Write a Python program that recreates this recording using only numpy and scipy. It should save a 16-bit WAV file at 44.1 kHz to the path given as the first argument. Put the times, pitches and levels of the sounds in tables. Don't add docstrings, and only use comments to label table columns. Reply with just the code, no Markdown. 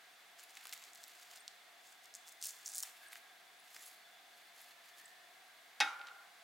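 import sys
import numpy as np
from scipy import signal
from scipy.fft import rfft, irfft, next_fast_len
from scipy.io import wavfile
from scipy.ndimage import map_coordinates

SR = 44100
rng = np.random.default_rng(int(sys.argv[2]) if len(sys.argv) > 2 else 0)


def pcm_store(signal):
    levels = np.round(np.clip(np.atleast_2d(signal), -1, 1) * 32767)
    wavfile.write(sys.argv[1], SR, levels.astype(np.int16).T)


N = 283563

# (start [s], end [s], strength [dB], scrape [0 = peeling fibres off, 1 = sliding over the chip])
BEAK_BITES = [(0.383, 0.451, -62, 0.586), (0.488, 0.51, -65, 0.45), (0.519, 0.814, -66, 0.82),
              (0.823, 0.896, -65, 0.736), (0.922, 1.307, -66.5, 0.65), (1.31, 1.394, -63.5, 0.695),
              (1.821, 1.945, -68, 0.074), (2.033, 2.061, -65, 0.09), (2.146, 2.171, -60.5, 0.166),
              (2.264, 2.332, -63.5, 0.285), (2.411, 2.509, -53.5, 0.0275), (2.438, 2.497, -55.5, .03),
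              (2.52, 2.648, -65.5, 0.556), (2.653, 2.681, -51.5, 0.074), (2.689, 2.75, -54.5, 0.2),
              (2.743, 2.808, -52.5, 0.092), (2.827, 2.842, -58, 0.27), (2.834, 2.897, -66.5, 0.995),
              (2.944, 3.081, -70.5, 0.94), (3.11, 3.181, -63.5, 0.782), (3.643, 3.97, -70.5, 0.693),
              (3.743, 3.898, -63, 0.43), (4.33, 4.532, -79.5, 1), (4.553, 4.664, -66.5, 0.69),
              (4.679, 4.729, -69, 0.9), (4.838, 4.906, -72.5, 0.886), (4.97, 5.012, -63.5, 0.71),
              (5.038, 5.117, -71.5, 0.32)]
# (frequency [Hz], density [dB])
FIBRE_SPECTRUM = [(1000, -54.5), (2800, -17.5), (4400, 0.5), (6200, 5), (7600, 6), (9000, -1),
                  (12000, -8.5), (16000, -3)]
BODY_SPECTRUM = [(200, -36), (600, -25), (1100, 0), (2200, 1), (3500, 0.5), (5000, -6), (9000, -104)]
FIZZ_SPECTRUM = [(6000, -72.5), (9000, -6.5), (10300, -2.5), (11200, 3.5), (12100, -1), (13600, -0.5),
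                 (15800, -10)]
def bites(fibre_db=-1, frayed_from_s=2.8, frayed_db=8, flutter_db=3):
    t = np.arange(N) / SR
    pressure, sliding = np.zeros((3, N)), np.zeros(N)
    for start, end, db, scrape in BEAK_BITES:
        edge_s = 0.0122 + 0.19 * (end - start)
        gate = np.clip(np.minimum(t - start, end - t) / edge_s + .5, 0, 1)
        body_db = -19.5 + 24 * scrape
        fizz_db = -24.5 + 15.5 * scrape + frayed_db * (start > frayed_from_s)
        pressure += amp(db) * amp([[fibre_db], [body_db], [fizz_db]]) * gate
        sliding = np.maximum(sliding, scrape * (gate > 0))
    ruptures_per_s = 1400 + 60000 * pressure[0] + 5000 * sliding
    layers = crackle([FIBRE_SPECTRUM, BODY_SPECTRUM, FIZZ_SPECTRUM], ruptures_per_s)
    grip = amp(flutter_db * wobble(per_s=150))
    return np.sum(pressure * layers, axis=0) * grip


def crackle(spectra, per_s, spread_db=9.0, rub_gain=0.41):
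    breaks = rng.random(N) < per_s / SR
    size = amp(spread_db * np.clip(rng.standard_normal(N), -1.5, 1.5))
    ruptures = breaks * size * rng.choice([-1, 1], N) / np.sqrt(per_s)
    source = unit(ruptures) + rub_gain * rng.standard_normal(N)
    return [coloured(source, spectrum) for spectrum in spectra]


def thin_snaps(hard_bite_db=-51, hard_bite_per_s=150, octaves=.75):
    rows = []
    for start, end, db, scrape in BEAK_BITES:
        force_db = db - hard_bite_db
        per_s = hard_bite_per_s * amp(force_db) * np.clip(1 - scrape, 0, 1)
        count = int(per_s * (end - start) + rng.random())
        times_s = start + (end - start) * (np.arange(count) + rng.random(count)) / max(count, 1)
        levels_db = -34 + 0.95 * force_db + 2.5 * rng.standard_normal(count)
        centres_hz = 7200 * 2 ** (0.12 * rng.standard_normal(count))
        rows += zip(times_s, levels_db, centres_hz, np.full(count, octaves))
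    return rows


# (time [s], level [dB], centre [Hz], bandwidth [oct])
THICK_SNAPS = [(0.554, -38.5, 7700, .6), (0.5708, -36.5, 3680, 1.53), (0.6713, -38, 6820, 1.8),
               (0.6795, -38, 5500, 1.7), (0.6939, -30, 7200, 2.1), (0.7148, -39, 7560, 1.03),
               (0.7263, -29, 4000, 1.17), (0.7287, -30.5, 4400, 1.7), (0.7343, -33, 5500, 1.95),
               (0.7383, -28.5, 6000, 1.53), (0.7772, -36.5, 4100, 1.6), (0.8392, -35.5, 5000, 1.07),
               (0.9338, -39, 6580, 0.615), (0.9495, -37.5, 8500, .8), (0.9572, -37.5, 5260, 1.01),
               (1.034, -42, 5500, 1.1), (1.0395, -32, 5180, 1.18), (1.0805, -36, 13000, 0.55),
               (1.3137, -38.5, 7100, 0.93), (1.3602, -35.5, 5570, 1.11), (1.3738, -44.5, 4600, 0.55),
               (1.4796, -28.5, 4590, 0.726), (2.0571, -37.5, 4630, 1.53), (2.1401, -36.5, 5920, 0.55),
               (2.1514, -31, 6250, 0.605), (2.1568, -40, 6760, 0.28), (2.2756, -41.5, 7250, 1.03),
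               (2.2815, -33.5, 5430, 1.7), (2.2878, -37.5, 7700, 0.87), (2.2939, -37, 7880, 0.87),
               (2.3244, -41, 8400, 0.67), (2.4261, -24.5, 5120, 0.86), (2.4388, -23.5, 7000, 1.3),
               (2.4402, -30, 5000, 0.99), (2.4453, -27.5, 6000, 1.08), (2.4552, -24.5, 7520, 0.62),
               (2.4575, -35, 4460, 0.43), (2.4592, -31.5, 6300, 1.33), (2.4706, -20.5, 7400, 1.33),
               (2.4852, -31.5, 6700, 0.65), (2.5075, -34, 6760, 0.35), (2.6605, -29, 6160, 0.34),
               (2.6639, -31.5, 6170, 0.34), (2.6734, -30, 7200, 1.2), (2.6787, -30, 6560, 0.32),
               (2.6896, -31.5, 7390, 0.58), (2.697, -34.5, 7100, 0.67), (2.7012, -38, 7100, 0.47),
               (2.7195, -32.5, 7590, 0.88), (2.7376, -30.5, 7400, 0.76), (2.748, -28, 7440, 0.33),
               (2.7551, -25, 7200, 1.08), (2.763, -26, 7700, 0.82), (2.7706, -29, 7100, 0.76),
               (2.7821, -18, 7380, 1.02), (2.7878, -26, 7400, 0.68), (2.7949, -32.5, 7700, .85),
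               (2.7976, -26.5, 8000, 0.94), (2.804, -25, 7070, 0.88), (2.8064, -33, 7090, 0.75),
               (2.8269, -20, 7980, 1.31), (2.8291, -28, 6400, 0.41), (2.834, -35, 7460, 2.2),
               (3.1321, -37, 10500, 0.91), (3.8605, -40.5, 10000, 1), (3.8643, -32, 10540, 1.04),
               (4.616, -38.5, 11000, 0.48)]
def snaps(fibres, tear_s=.0003, skirt_db=-25, skirt_hz=7500, splinter_db=-14, splinters_within_s=.0025):
    out, t = np.zeros(N), np.arange(SR // 500) / SR
    skirt = lambda hz: amp(skirt_db) * hz ** 2 / (hz ** 2 + skirt_hz ** 2)
    for s, db, centre_hz, octaves in fibres:
        band = lambda hz: hump(hz, centre_hz, octaves * np.where(hz < centre_hz, 0.857, 1.09))
        click = pulse(lambda hz: band(hz) + skirt(hz))
        tear = (t == 0) + .13 * rng.standard_normal(len(t)) * np.exp(-t / tear_s)
        snap = np.convolve(click, tear)
        snap *= np.linalg.norm(click) / np.linalg.norm(snap)
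        add(out, s, amp(db) * snap)
        for delay, size in rng.random((3, 2)):
            add(out, s + splinters_within_s * delay, amp(db + splinter_db) * (2 * size - 1) * snap)
    return out


# (time [s], length [s], level [dB], centre [Hz], bandwidth [oct])
BUNDLE_CRUNCHES = [(0.5729, 0.00196, -49.5, 3500, 1.35), (0.6529, 0.00378, -49, 3400, 1.92),
                   (0.6697, 0.0019, -45, 6000, 1.86), (0.7319, 0.00375, -44, 6000, 3.3),
                   (0.737, 0.0076, -54.5, 8000, 2.5), (0.847, 0.00484, -58, 4500, 1.55),
                   (2.4383, 0.00403, -45, 6200, 1.11), (2.455, 0.0064, -48, 6500, 0.93),
                   (2.8322, 0.00313, -37, 6170, 1.28), (3.1276, 0.0076, -56, 2500, 0.91),
                   (3.128, 0.0068, -53.5, 11500, 0.58), (3.155, 0.00302, -54, 3200, 2.1),
                   (3.7632, 0.00354, -52.5, 3600, 1.08)]
def crunches(spread_db=3, skirt_db=-24):
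    out = np.zeros(N)
    for s, length_s, db, centre_hz, octaves in BUNDLE_CRUNCHES:
        n = int(length_s * SR)
        ruptures = rng.choice([-1, 1], n) * amp(spread_db * rng.standard_normal(n))
        ruptures *= signal.windows.tukey(n, .7)
        crunch = filtered(ruptures, lambda hz: hump(hz, centre_hz, octaves) + amp(skirt_db))
        add(out, s, amp(db) * unit(crunch))
    return highpass(out, hz=600)


# (time [s], level [dB], pitch [Hz])
BEAK_TAPS = [(0.5708, -37.5, 2195), (0.6557, -39.5, 1190), (0.729, -37, 2860), (0.735, -37, 2240),
             (0.826, -45, 2490), (1.4798, -50.5, 1940), (2.834, -38.5, 1054), (3.1309, -38, 2270),
             (3.1571, -37.5, 1920), (3.765, -38.5, 1800)]
def knocks(fibres, t60_s=0.00495, upper_ratio=1.597, upper_db=-9, splinter_db=-48, splinter_hz=7880):
    out, t = np.zeros(N), np.arange(SR // 20) / SR
    tip_from_s, tip_to_s = .54, 1.06
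    splinter = [(s, splinter_db, splinter_hz) for s, *_ in fibres if tip_from_s < s < tip_to_s]
    for s, db, pitch_hz in BEAK_TAPS + splinter:
        phase = 2 * np.pi * pitch_hz * t
        modes = np.sin(phase) - amp(upper_db) * np.sin(upper_ratio * phase)
        add(out, s, amp(db - 60 * t / t60_s) * modes)
    return highpass(out, hz=800)


# (time [s], length [s], pitch [Hz], half-width [Hz], rms level [dB])
BEAK_SLIPS = [(0.433, 0.0078, 11280, 600, -59), (0.636, 0.0066, 11300, 600, -61),
              (1.396, 0.0204, 8610, 130, -64.5), (3.073, 0.0042, 8970, 600, -62),
              (3.083, 0.0048, 8900, 900, -60), (3.592, 0.0128, 10190, 300, -69),
              (3.78, 0.131, 11070, 400, -65.5), (3.817, 0.0265, 7150, 199, -64.5),
              (5.055, 0.0084, 7900, 300, -59), (5.055, 0.0083, 9320, 400, -65)]
def squeaks(catch_db=4, catch_per_s=500):
    out = np.zeros(N)
    for s, length_s, pitch_hz, half_hz, db in BEAK_SLIPS:
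        n = int(length_s * SR)
        friction = resonance(rng.standard_normal(n), pitch_hz, half_hz)
        catch = amp(catch_db * wobble(catch_per_s)[:n])
        add(out, s, amp(db) * unit(friction * catch * signal.windows.tukey(n, .5)))
    return out


# (time [s], level [dB], centre [Hz], bandwidth [oct], relative ring [dB], clack t60 [s])
CHIP_CONTACTS = [(5.8032, -24.5, 2130, 3.76, 3, 0.0888), (5.872, -33, 1375, 0.102, 7, 0.118),
                 (5.9945, -51.5, 1500, 1.46, -12, 0.037), (6.0145, -46.5, 2210, 0.88, -15, 0.034),
                 (6.0705, -49.5, 4000, 3.8, -19, 0.0335), (6.085, -51.5, 2400, 1.67, -8.5, 0.026)]
# (frequency [Hz], density [dB])
CLACK_SPECTRUM = [(40, -32.5), (160, -27.5), (280, -18.5), (420, -16.5), (650, -4.5), (820, 3.5), (940, -8),
                  (1100, -0.5), (1500, -1.5), (2600, -3.5), (4000, -4), (6300, -4.5), (8000, -13.5),
                  (11000, -16), (15000, -28.5)]
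# (frequency [Hz], level [dB], t60 [s])
FLOOR_MODES = [(282, -25, .27), (337, -25, .28), (787, -13, .2), (816, -16, .42), (832, -4.5, .23),
               (888, -21, .55), (1103, -24, .3), (1227, -28, .63), (1263, -15, .2), (1302, -25, .55),
               (1358, -17, .38), (1483, -14, .36), (1580, -12, .25), (1789, -10, .17), (1917, -10, .12),
               (1948, -14, .24), (2136, -16, .2), (2178, -12, .22), (2258, -18, .3), (2512, -10, .17),
               (2546, -6.5, .14), (2590, -7, .07), (2670, -7, .07), (2744, -11, .13), (3120, -20, .22),
               (3335, -13, .15), (3558, -20, .19), (3751, -4, .11), (3779, -13, .23), (4064, -22, .16),
               (4540, -19, .11), (5155, -14, .13), (5960, -16, .08), (6600, -23, .12)]
def landing(ring_db=-2.5, treble_t60_ratio=0.64, split_hz=4500, rise_cycles=2.04, tick_db=10, tick_hz=3100):
    clacks, rings, t = np.zeros(N), np.zeros(N), np.arange(SR) / SR
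    attack = 1 - np.exp(-t / .0005)
    for s, db, centre_hz, octaves, ring_rel_db, t60_s in CHIP_CONTACTS:
        contact = lambda hz: hump(hz, centre_hz, octaves)
        dense = filtered(coloured(rng.standard_normal(SR), CLACK_SPECTRUM), contact)
        low = filtered(dense, lambda hz: 1 / (1 + (hz / split_hz) ** 4))
        decay_db = -60 * t / t60_s
        clack = low * amp(decay_db) + (dense - low) * amp(decay_db / treble_t60_ratio)
        add(clacks, s, amp(db) * attack * clack)
        tick = pulse(lambda hz: hump(hz, tick_hz, 1.1) * hump(hz, centre_hz, max(octaves, 1)))
        add(clacks, s, amp(db + tick_db) * contact(tick_hz) * tick)
        for mode_hz, mode_db, mode_t60_s in FLOOR_MODES:
            decay = amp(db + ring_db + ring_rel_db + mode_db - 60 * t / mode_t60_s)
            rise = 1 - np.exp(-t * mode_hz / rise_cycles)
            tone = np.sin(2 * np.pi * (mode_hz * t + rng.random()))
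            add(rings, s, contact(mode_hz) * decay * rise * tone)
    return highpass(clacks, hz=210), highpass(rings, hz=210)


# (time [s], level [dB])
WIRE_ENVELOPE = [(5.8, -120), (5.81, -48), (5.89, -47), (5.95, -54), (6.007, -52), (6.015, -41),
                 (6.025, -53), (6.1, -59), (6.22, -57.5), (6.245, -73), (6.43, -90)]
def wire(modes_hz=(1412, 1386), twin_db=-5, flutter_db=3, flutter_per_s=80):
    t = np.arange(N) / SR
    tone, twin = np.sin(2 * np.pi * (np.outer(modes_hz, t) + rng.random((2, 1))))
    flutter = amp(flutter_db * wobble(flutter_per_s))
    return envelope(WIRE_ENVELOPE) * flutter * (tone + amp(twin_db) * twin)


# (frequency [Hz], t60 [s])
ROOM_T60 = [(200, 1.05), (800, 1.107), (1400, 1.52), (2400, 0.66), (3500, 0.388), (7000, 0.374),
            (14000, 0.446)]
def room(x, wet_db, near_db, near_rise_s=0.0044, near_t60_s=0.029, tail_rise_s=0.0146):
    n = int(.8 * SR)
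    t = np.arange(n) / SR
    hz, frames_s, spectra = signal.stft(stereo_noise(n), SR, nperseg=256)
    decay = amp(-60 * frames_s / along(ROOM_T60, hz)[:, None])
    tail = signal.istft(spectra * decay, SR, nperseg=256)[1][:, :n]
    tail *= 1 - np.exp(-t / tail_rise_s)
    near = stereo_noise(n) * amp(-60 * t / near_t60_s) * np.minimum(t / near_rise_s, 1)
    response = amp(wet_db) * tail / np.linalg.norm(tail[0])
    response += amp(near_db) * near / np.linalg.norm(near[0])
    return x + signal.fftconvolve(x[None], response, axes=1)[:, :N]


# (frequency [Hz], density [dB])
AIR_SPECTRUM = [(15, -72.5), (25, -39), (116, -30), (141, -22), (333, -14), (620, -11.5), (672, -1.5),
                (905, -8.5), (1590, -5), (2090, -3), (2390, -7), (3220, -8.5), (3490, -7), (5090, -13.5),
                (15800, -21.5)]
def air(rms_db=-62):
    return amp(rms_db) * coloured(stereo_noise(N), AIR_SPECTRUM)


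# (centre [Hz], width [Hz], level [dB])
FAN_RESONANCES = [(145.94, 6.5, -104), (718, 65.5, -75), (1640.3, 75, -76), (2093, 98, -83.5),
                  (4014, 40, -82.5), (4428, 35, -81), (4767, 32, -83)]
# (time [s], length [s], centre [Hz], width [Hz], level [dB])
FAN_SWELLS = [(1.324, 0.27, 1800, 64, -73), (3, 0.143, 1640, 110, -62.5), (4.9, 0.418, 1800, 90, -66),
              (5.4, 0.64, 2170, 50, -76.5), (4.4, .9, 1760, 40, -75)]
def fan(waver_db=2, waver_per_s=4, drift_hz=15, drift_per_s=8, half_width_ratio=.67):
    out = np.zeros((2, N))
    for centre_hz, width_hz, db in FAN_RESONANCES:
        gain = amp(db + waver_db * wobble(waver_per_s))
        band = noise_band(centre_hz, half_width_ratio * width_hz)
        analytic = signal.hilbert(band, next_fast_len(N))[:, :N]
        drift_phase = 2 * np.pi * np.cumsum(drift_hz * wobble(drift_per_s)) / SR
        out += gain * np.real(analytic * np.exp(1j * drift_phase))
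    for s, length_s, centre_hz, width_hz, db in FAN_SWELLS:
        swell = np.zeros(N)
        add(swell, s, signal.windows.tukey(int(length_s * SR), .5))
        out += amp(db) * swell * noise_band(centre_hz, half_width_ratio * width_hz)
    return out


# (time [s], rms level [dB])
WHISTLE_ENVELOPE = [(0, -78), (1.5, -76), (1.75, -75.5), (2.05, -74.5), (2.3, -72), (3.9, -79.5),
                    (4.1, -70), (4.35, -76), (6.4, -81.5)]
def whistle(pitch_hz=3455, half_hz=24):
    return envelope(WHISTLE_ENVELOPE) * noise_band(pitch_hz, half_hz)


# (frequency [Hz], left-right coherence [0-1])
COHERENCE = [(60, 0.78), (250, 0.55), (600, 0.738), (2000, 0.585), (6000, 0.642), (15000, 0.863)]
def stereo_noise(n):
    angle = lambda hz: np.arccos(np.clip(along(COHERENCE, hz), 0, .999)) / 2
    weights = lambda hz: np.array([np.cos(angle(hz)), np.sin(angle(hz))])
    mid, side = filtered(rng.standard_normal((2, n)), weights)
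    return np.array([mid + side, mid - side])


def noise_band(centre_hz, half_hz):
    return unit(resonance(stereo_noise(N), centre_hz, half_hz))


def resonance(x, centre_hz, half_hz):
    return filtered(x, lambda hz: 1 / (1 + ((hz - centre_hz) / half_hz) ** 2))


def highpass(x, hz):
    return signal.sosfilt(signal.butter(2, hz, "high", fs=SR, output="sos"), x)


def filtered(x, response):
    n = x.shape[-1]
    padded = next_fast_len(n + 8192)
    return irfft(rfft(x, padded) * response(np.fft.rfftfreq(padded, 1 / SR)), padded)[..., :n]


def coloured(x, spectrum):
    return unit(filtered(x, lambda hz: amp(along(spectrum, hz))))


def pulse(response, size=256):
    cepstrum = irfft(np.log(response(np.fft.rfftfreq(size, 1 / SR)) + 1e-6))
    cepstrum[1:size // 2] *= 2
    cepstrum[size // 2 + 1:] = 0
    wave = irfft(np.exp(rfft(cepstrum)))
    return wave / np.abs(signal.hilbert(wave)).max()


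def hump(hz, centre_hz, octaves):
    return np.exp(-(np.log2((hz + 1) / centre_hz) / octaves) ** 2)


def along(points, hz):
    points_hz, values = np.transpose(points)
    return np.interp(np.log(hz + 1), np.log(points_hz + 1), values)


def envelope(points):
    return amp(np.interp(np.arange(N) / SR, *np.transpose(points)))


def wobble(per_s):
    return map_coordinates(rng.standard_normal(int(N * per_s / SR) + 4), [np.arange(N) * per_s / SR])


def add(track, s, sound):
    part = track[round(s * SR):][:len(sound)]
    part += sound[:len(part)]


def amp(db):
    return 10 ** (np.asarray(db) / 20)


def unit(x):
    return x / np.sqrt(np.mean(x ** 2) + 1e-20)


def scene():
    fibres = THICK_SNAPS + thin_snaps()
    gnawing = bites() + snaps(fibres) + crunches() + knocks(fibres) + squeaks()
    beak = room(gnawing, wet_db=-9.5, near_db=-13)
    clacks, rings = landing()
    fall = room(clacks, wet_db=-9, near_db=-9) + rings + wire()
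    balance = amp([[-.15], [.15]])
    return (beak + fall) * balance + air() + fan() + whistle()


def record(dry):
    return filtered(dry, lambda hz: hz < 15900)


dry = scene()
out = record(dry)
pcm_store(out)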